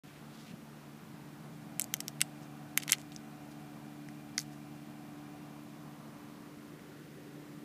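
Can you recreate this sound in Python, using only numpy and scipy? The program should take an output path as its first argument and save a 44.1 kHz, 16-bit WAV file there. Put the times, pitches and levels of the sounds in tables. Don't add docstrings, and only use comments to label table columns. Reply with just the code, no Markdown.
import sys
import numpy as np
from scipy import signal
from scipy.fft import rfft, irfft
from scipy.io import wavfile

SR = 44100
rng = np.random.default_rng(int(sys.argv[2]) if len(sys.argv) > 2 else 0)


def to_wav(s):
    ch = np.atleast_2d(s).T
    pcm = np.round(np.clip(ch, -1, 1) * 32767)
    wavfile.write(sys.argv[1], SR, pcm.astype(np.int16))


N = 336924
TIME = np.arange(N) / SR


def gain_of(db):
    return 10 ** (np.asarray(db) / 20)


def unit_rms(x):
    return x / np.sqrt(np.mean(x ** 2) + 1e-20)


def add(mix, s, sound):
    part = mix[max(round(s * SR), 0):][:len(sound)]
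    part += sound[:len(part)]


def coloured(x, points):
    hz, db = np.transpose(points)
    f = np.fft.rfftfreq(len(x), 1 / SR)
    return irfft(rfft(x) * gain_of(np.interp(np.log(f + 1), np.log(hz), db)), len(x))


def band(x, low_hz, high_hz, order=2):
    sos = signal.butter(order, [low_hz, min(high_hz, SR / 2 - 1)], "band", fs=SR, output="sos")
    return signal.sosfilt(sos, x)


def drift(hz):
    f = np.fft.rfftfreq(N, 1 / SR)
    return unit_rms(irfft(rfft(rng.standard_normal(N)) / (1 + (f / hz) ** 2), N))


def narrow_noise(hz, width):
    return unit_rms(band(rng.standard_normal(N), hz - width / 2, hz + width / 2))


def air(level_db=-54, flutter_db=1.5, middle_hz=(480, 1500)):
    # (frequency [Hz], relative density [dB])
    spectrum = [(25, -25), (60, -16), (100, -8.5), (165, 3.5), (250, -0.5), (340, -2.5), (490, -10),
                (720, -10), (950, -12), (1400, -13), (2400, -18.5), (4000, -23), (8000, -27.5),
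                (15000, -28.5)]
    # (time [s], gain [dB])
    middle_ride = [(0, 0.5), (1, 1.5), (2.5, 1), (5.3, -0.5), (6.5, 0), (7.2, -3), (7.64, -1)]
    noise = unit_rms(coloured(rng.standard_normal(N), spectrum))
    middle = signal.sosfiltfilt(signal.butter(2, middle_hz, "band", fs=SR, output="sos"), noise)
    middle_db = np.interp(TIME, *np.transpose(middle_ride)) + flutter_db * drift(3.6)
    return gain_of(level_db) * (noise - middle + middle * gain_of(middle_db))


def engine(firing_hz=73.65, waver_db=1.05, waver_hz=4.1, scatter_rad=0.4, wander_rad=0.33):
    # (time [s], second [dB], third [dB], fourth [dB])
    strong_levels = [(0, -60.5, -59.5, -61), (.8, -56, -60.5, -61), (1.6, -60.5, -56, -56.5),
                     (2.3, -54, -56, -55.5), (3.0, -57, -56, -54), (3.7, -57.5, -55.5, -53.5),
                     (4.5, -54, -55.5, -52.5), (5.1, -59, -56, -53), (5.8, -56, -57, -55.5),
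                     (6.4, -60, -57.5, -54.5), (7.0, -58.5, -63, -59), (7.64, -60, -60, -50)]
    # (multiple of the firing rate, level against the strong ones' mean [dB])
    overtones = [(1, -22.5), (5, -20), (6, -31), (7, -26), (8, -20), (10, -19), (14, -24), (16, -19.5)]
    times, *columns = np.transpose(strong_levels)
    strong_db = [np.interp(TIME, times, column) for column in columns]
    mean_db = np.mean(strong_db, axis=0)
    harmonics = list(enumerate(strong_db, 2)) + [(k, mean_db + db) for k, db in overtones]
    hum = np.zeros(N)
    for k, db in harmonics:
        level = gain_of(db + waver_db * drift(waver_hz))
        phase = scatter_rad * rng.standard_normal() + wander_rad * drift(waver_hz)
        hum += level * np.cos(2 * np.pi * k * firing_hz * TIME + phase)
    return np.sqrt(2) * hum


def finger_rubs(grain_db=2.5, grain_hz=150, breadth=1.36):
    # (start [s], length [s], level [dB], centre [Hz])
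    slides = [(.0, 0.25, -66.5, 2190), (0.266, 0.25, -65, 3870), (0.437, 0.11, -62, 2630),
              (2.39, 0.089, -69.5, 5500), (3.503, 0.032, -65.5, 4300), (4.508, 0.044, -67.5, 5500),
              (6.45, 1.4, -77.5, 2700)]
    out = np.zeros(N)
    for s, length, db, hz in slides:
        count = int(length * SR)
        grains = rng.standard_normal(count) * gain_of(grain_db * drift(grain_hz)[:count])
        hiss = band(grains, hz / breadth, hz * breadth, order=1)
        add(out, s, gain_of(db) * unit_rms(hiss * signal.windows.tukey(count, .8)))
    return out


def finger_bumps(pitch_hz=180, rise_s=0.0031):
    # (time [s], level [dB])
    touches = [(0.507, -38), (.536, -37.5), (0.626, -53), (1.137, -40), (1.665, -43)]
    out, t = np.zeros(N), np.arange(2048) / SR
    bump = t / rise_s * np.exp(1 - t / rise_s) * np.sin(2 * np.pi * pitch_hz * t)
    for s, db in touches:
        add(out, s, gain_of(db) * bump)
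    return band(out, 100, 1000)


def engine_whines(hold_s=(1.8, 5.43), fade_s=1.0, drop_db=-15.5):
    # (centre [Hz], width [Hz], held level [dB])
    whines = [(646, 51, -69), (742.5, 41, -65.5), (795, 85, -70.5), (2390, 96, -73.5), (2750, 26, -79.5)]
    tones = sum(gain_of(db) * narrow_noise(hz, width) for hz, width, db in whines)
    outside_s = np.maximum(hold_s[0] - TIME, TIME - hold_s[1])
    return gain_of(drop_db * np.clip(outside_s / fade_s, 0, 1)) * tones


def rumble_swells():
    # (peak time [s], reach [s], centre [Hz], width [Hz], peak level [dB])
    swells = [(1.7, 0.46, 155.6, 44, -54.5), (3.3, .7, 1435, 200, -72.5), (5.7, .6, 657, 160, -66.5),
              (5.95, 0.8, 1050, 260, -66.5), (7.3, 0.78, 357, 127, -59), (7.3, 0.89, 513, 90, -66.5),
              (6.8, 0.3, 1420, 200, -71), (7.2, 0.65, 1870, 350, -72)]
    return sum(gain_of(db) * np.exp(-((TIME - s) / reach) ** 2 / 2) * narrow_noise(hz, width)
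               for s, reach, hz, width, db in swells)


def shell_ring(t, scatter=0.028, tick=12):
    # (frequency [Hz], level [dB], t60 [s])
    modes = [(1490, 5.5, 0.0059), (2043, 3.5, 0.0091), (2740, -8.5, 0.01), (3140, -3.5, .01),
             (3660, 2.5, 0.0067), (4400, -2, 0.0097), (5360, -6.5, 0.0068), (6350, -3.5, .0065),
             (7760, 3, .0044), (10600, -9, 0.0032), (13220, -4, 0.00254)]
    hz, db, t60 = np.transpose(modes)[:, :, None]
    detune = 1 + scatter * rng.standard_normal(hz.shape)
    ringing = gain_of(db - 60 * t / t60) * np.cos(2 * np.pi * hz * detune * t)
    return tick * (t == 0) + ringing.sum(0)


def snap(levels_db, centres_hz, breadths, run_s, splinter=0.25, splinter_hz=4000):
    t = np.arange(1024) / SR
    splinters = splinter * rng.standard_normal(len(t)) * np.exp(-t / run_s)
    fracture = band(splinters, splinter_hz, SR / 2, order=1)
    fracture[0] = 1
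    ring = np.convolve(fracture, shell_ring(t))[:len(t)]
    sound = np.zeros(len(t))
    for db, hz, breadth, sign in zip(levels_db, centres_hz, breadths, (1, -1, 1)):
        part = band(ring, hz / breadth, hz * breadth)
        rms_as_1ms = np.sqrt(np.sum(part ** 2) / (.001 * SR))
        sound += sign * gain_of(db) * part / rms_as_1ms
    return sound


def knock(pitch_hz=1110, decay_s=0.00034):
    t = np.arange(512) / SR
    return np.sin(2 * np.pi * pitch_hz * t) * t / decay_s * np.exp(1 - t / decay_s)


def fibres(length_s, centre_hz, per_s, spread_db, fade, breadth=1.8):
    progress = np.linspace(0, 1, int(length_s * SR))
    chance, size, sign = rng.random((len(progress), 3)).T
    strength = gain_of(spread_db * np.minimum(-np.log(size), 3))
    breaks = (chance < per_s / SR) * np.sign(sign - .5) * strength
    ring = band(shell_ring(np.arange(512) / SR), centre_hz / breadth, centre_hz * breadth)
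    return unit_rms(np.convolve(breaks * np.exp(-fade * progress), ring))


def shell_cracks(split_s=3.05, hollow_power=0.78, crumble_db=-34.5, crumble_s=0.021):
    # (time [s], strength [dB], depth [0-1], edge against strength [dB],
    # knock against strength [dB], run time [ms], body [Hz], wall [Hz], edge [Hz])
    cracks = [(1.7965, -28.5, 0.61, 8, -10, .8, 2970, 5600, 10600),
              (1.8125, -32, 0.2, -6, -24, 0.85, 2970, 6600, 11200),
              (1.819, -31, .03, 2.5, -30, 0.46, 2650, 6350, 9800),
              (1.8423, -38.5, .14, 0, -23, .4, 2810, 5900, 10900),
              (1.94, -22, 0.45, -2.5, -15, 0.67, 2650, 6400, 13000),
              (1.967, -49, .1, 0, -23, .4, 2810, 6100, 11300),
              (2.0038, -40, 0.6, 2, -24, .4, 2680, 5700, 10200),
              (2.0054, -29.5, 0.2, -6, -15, 0.43, 2680, 6150, 10800),
              (2.0816, -28.5, .23, -7.5, -27, 0.27, 2960, 6030, 12200),
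              (2.2064, -31, .86, -6, -24, .9, 2730, 5300, 9800),
              (2.2149, -21.5, 0.4, 5.5, -33, 0.36, 2700, 4860, 10000),
              (2.2163, -22, .86, -10, -25, 0.76, 2500, 7200, 11500),
              (2.7757, -17.5, 0.71, 1, -11, 0.37, 2400, 5740, 10700),
              (2.8242, -38.5, .9, -14, -23, .8, 2680, 6800, 11400),
              (2.8272, -44, .53, -11, -23, .6, 2360, 5800, 11500),
              (2.831, -43, .27, -7, -25, .4, 2710, 6300, 10600),
              (2.8351, -36, 0.53, -5.5, -24, .45, 2510, 5900, 10500),
              (2.8794, -32, .66, -7, -11, .8, 2590, 5800, 12700),
              (2.8924, -36, .7, -14, -18, .9, 2540, 6900, 10700),
              (2.8957, -26, .75, -17, -8.5, .55, 2700, 6600, 11600),
              (2.8987, -34, .55, -13, -14, .6, 2710, 6700, 11700),
              (2.9006, -30, .66, -10, -17, .6, 2670, 6800, 11100),
              (2.9106, -43, .56, 5, -22, .3, 3010, 7000, 9800),
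              (2.9211, -17, 0.12, 3.5, -30, 0.63, 2300, 5900, 10300),
              (2.9267, -37, .47, -10, -26, .6, 2740, 6100, 11300),
              (2.9307, -17.5, 0.78, -11, -27, 0.88, 2580, 6800, 11100),
              (2.9376, -35, .75, -4, -19, 0.89, 2770, 6700, 11000),
              (2.9843, -46, .37, -10, -22, .3, 2420, 6000, 10700),
              (3.016, -50, .37, -7, -22, .3, 2840, 6400, 10900),
              (3.12, -47, .7, -12, -23, .9, 3160, 5200, 10100),
              (3.1485, -52, .23, -5, -22, .3, 2510, 6400, 10400),
              (3.1628, -36.5, .08, -23, -21, 0.85, 2870, 5900, 10700),
              (4.0873, -43.5, .8, -13, -20, 0.55, 1970, 5500, 9800),
              (4.3795, -23.5, 0, -16, -24, .3, 2170, 5600, 10800),
              (4.381, -21.5, 0.34, -13, -21, 0.38, 1920, 5170, 9900),
              (4.3912, -28.5, 0, -10, -22, .3, 2440, 5600, 11400),
              (4.3995, -35.5, 0.12, -17, -20, .35, 2130, 5040, 10000),
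              (4.4155, -43, .1, -11, -22, .3, 3120, 5900, 9500),
              (6.794, -49, 1, -18, -14, .6, 1900, 5600, 10500)]
    closed_breadths = [1.345, 1.214, 1.23]
    out = np.zeros(N)
    for s, db, depth, sharp_db, knock_db, run_ms, body_hz, wall_hz, edge_hz in cracks:
        angle = np.clip(depth, .02, .98) * np.pi / 2
        body_db, wall_db = db + 20 * np.log10([np.sin(angle), np.cos(angle)])
        levels_db = (body_db, wall_db, db + sharp_db)
        breadths = np.power(closed_breadths, 1 if s < split_s else hollow_power)
        add(out, s, snap(levels_db, (body_hz, wall_hz, edge_hz), breadths, run_ms / 1000))
        add(out, s, gain_of(db + knock_db) * knock())
        crumble = fibres(crumble_s, wall_hz, per_s=660, spread_db=-3.0, fade=1.8, breadth=2.35)
        add(out, s, gain_of(db + crumble_db) * crumble)
    return out


def seam_tears():
    # (start [s], length [s], level [dB], centre [Hz])
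    tears = [(1.9372, 0.0036, -57, 7000), (2.773, 0.0032, -51, 7000), (2.8, .007, -52, 3900),
             (2.821, .012, -58, 5500), (2.889, 0.023, -53, 2800), (2.9187, 0.014, -39.5, 3000),
             (2.928, 0.028, -44.5, 3300), (2.995, 0.028, -62, 5500), (3.12, .03, -65, 5000),
             (4.4, 0.038, -55, 8000)]
    out = np.zeros(N)
    for s, length, db, hz in tears:
        add(out, s, gain_of(db) * fibres(length, hz, per_s=2600, spread_db=0.0, fade=1.9))
    return out


def surroundings(x, sand_s=0.0056, smear_s=0.00022, sand_db=-17.5,
                 near_db=-21, near_t60=0.058, far_db=-32, far_t60=0.24):
    t = np.arange(SR // 4) / SR
    near, far, sand = rng.standard_normal((3, len(t)))
    near *= gain_of(-60 * t / near_t60) * (t > .001)
    far *= gain_of(-60 * t / far_t60) * (t > sand_s)
    sand *= np.exp(-abs(t - sand_s) / smear_s) * (t > sand_s)
    echoes = sum(gain_of(db) * echo / np.linalg.norm(echo)
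                 for db, echo in [(near_db, near), (far_db, far), (sand_db, sand)])
    return x + signal.oaconvolve(x, band(echoes, 590, 9600, order=1))[:N]


def scene():
    nut = surroundings(shell_cracks() + seam_tears())
    fingers = finger_rubs() + finger_bumps()
    background = engine() + engine_whines() + rumble_swells() + air()
    return (nut + fingers + background)[None]


def record(dry, open_s=0.036, cutoff_hz=15300):
    rounded = np.tanh(dry * (TIME > open_s))
    low_pass = signal.firwin(401, cutoff_hz, window=("kaiser", 9), fs=SR)
    return signal.oaconvolve(rounded, low_pass[None], "same")


dry = scene()
out = record(dry)
to_wav(out)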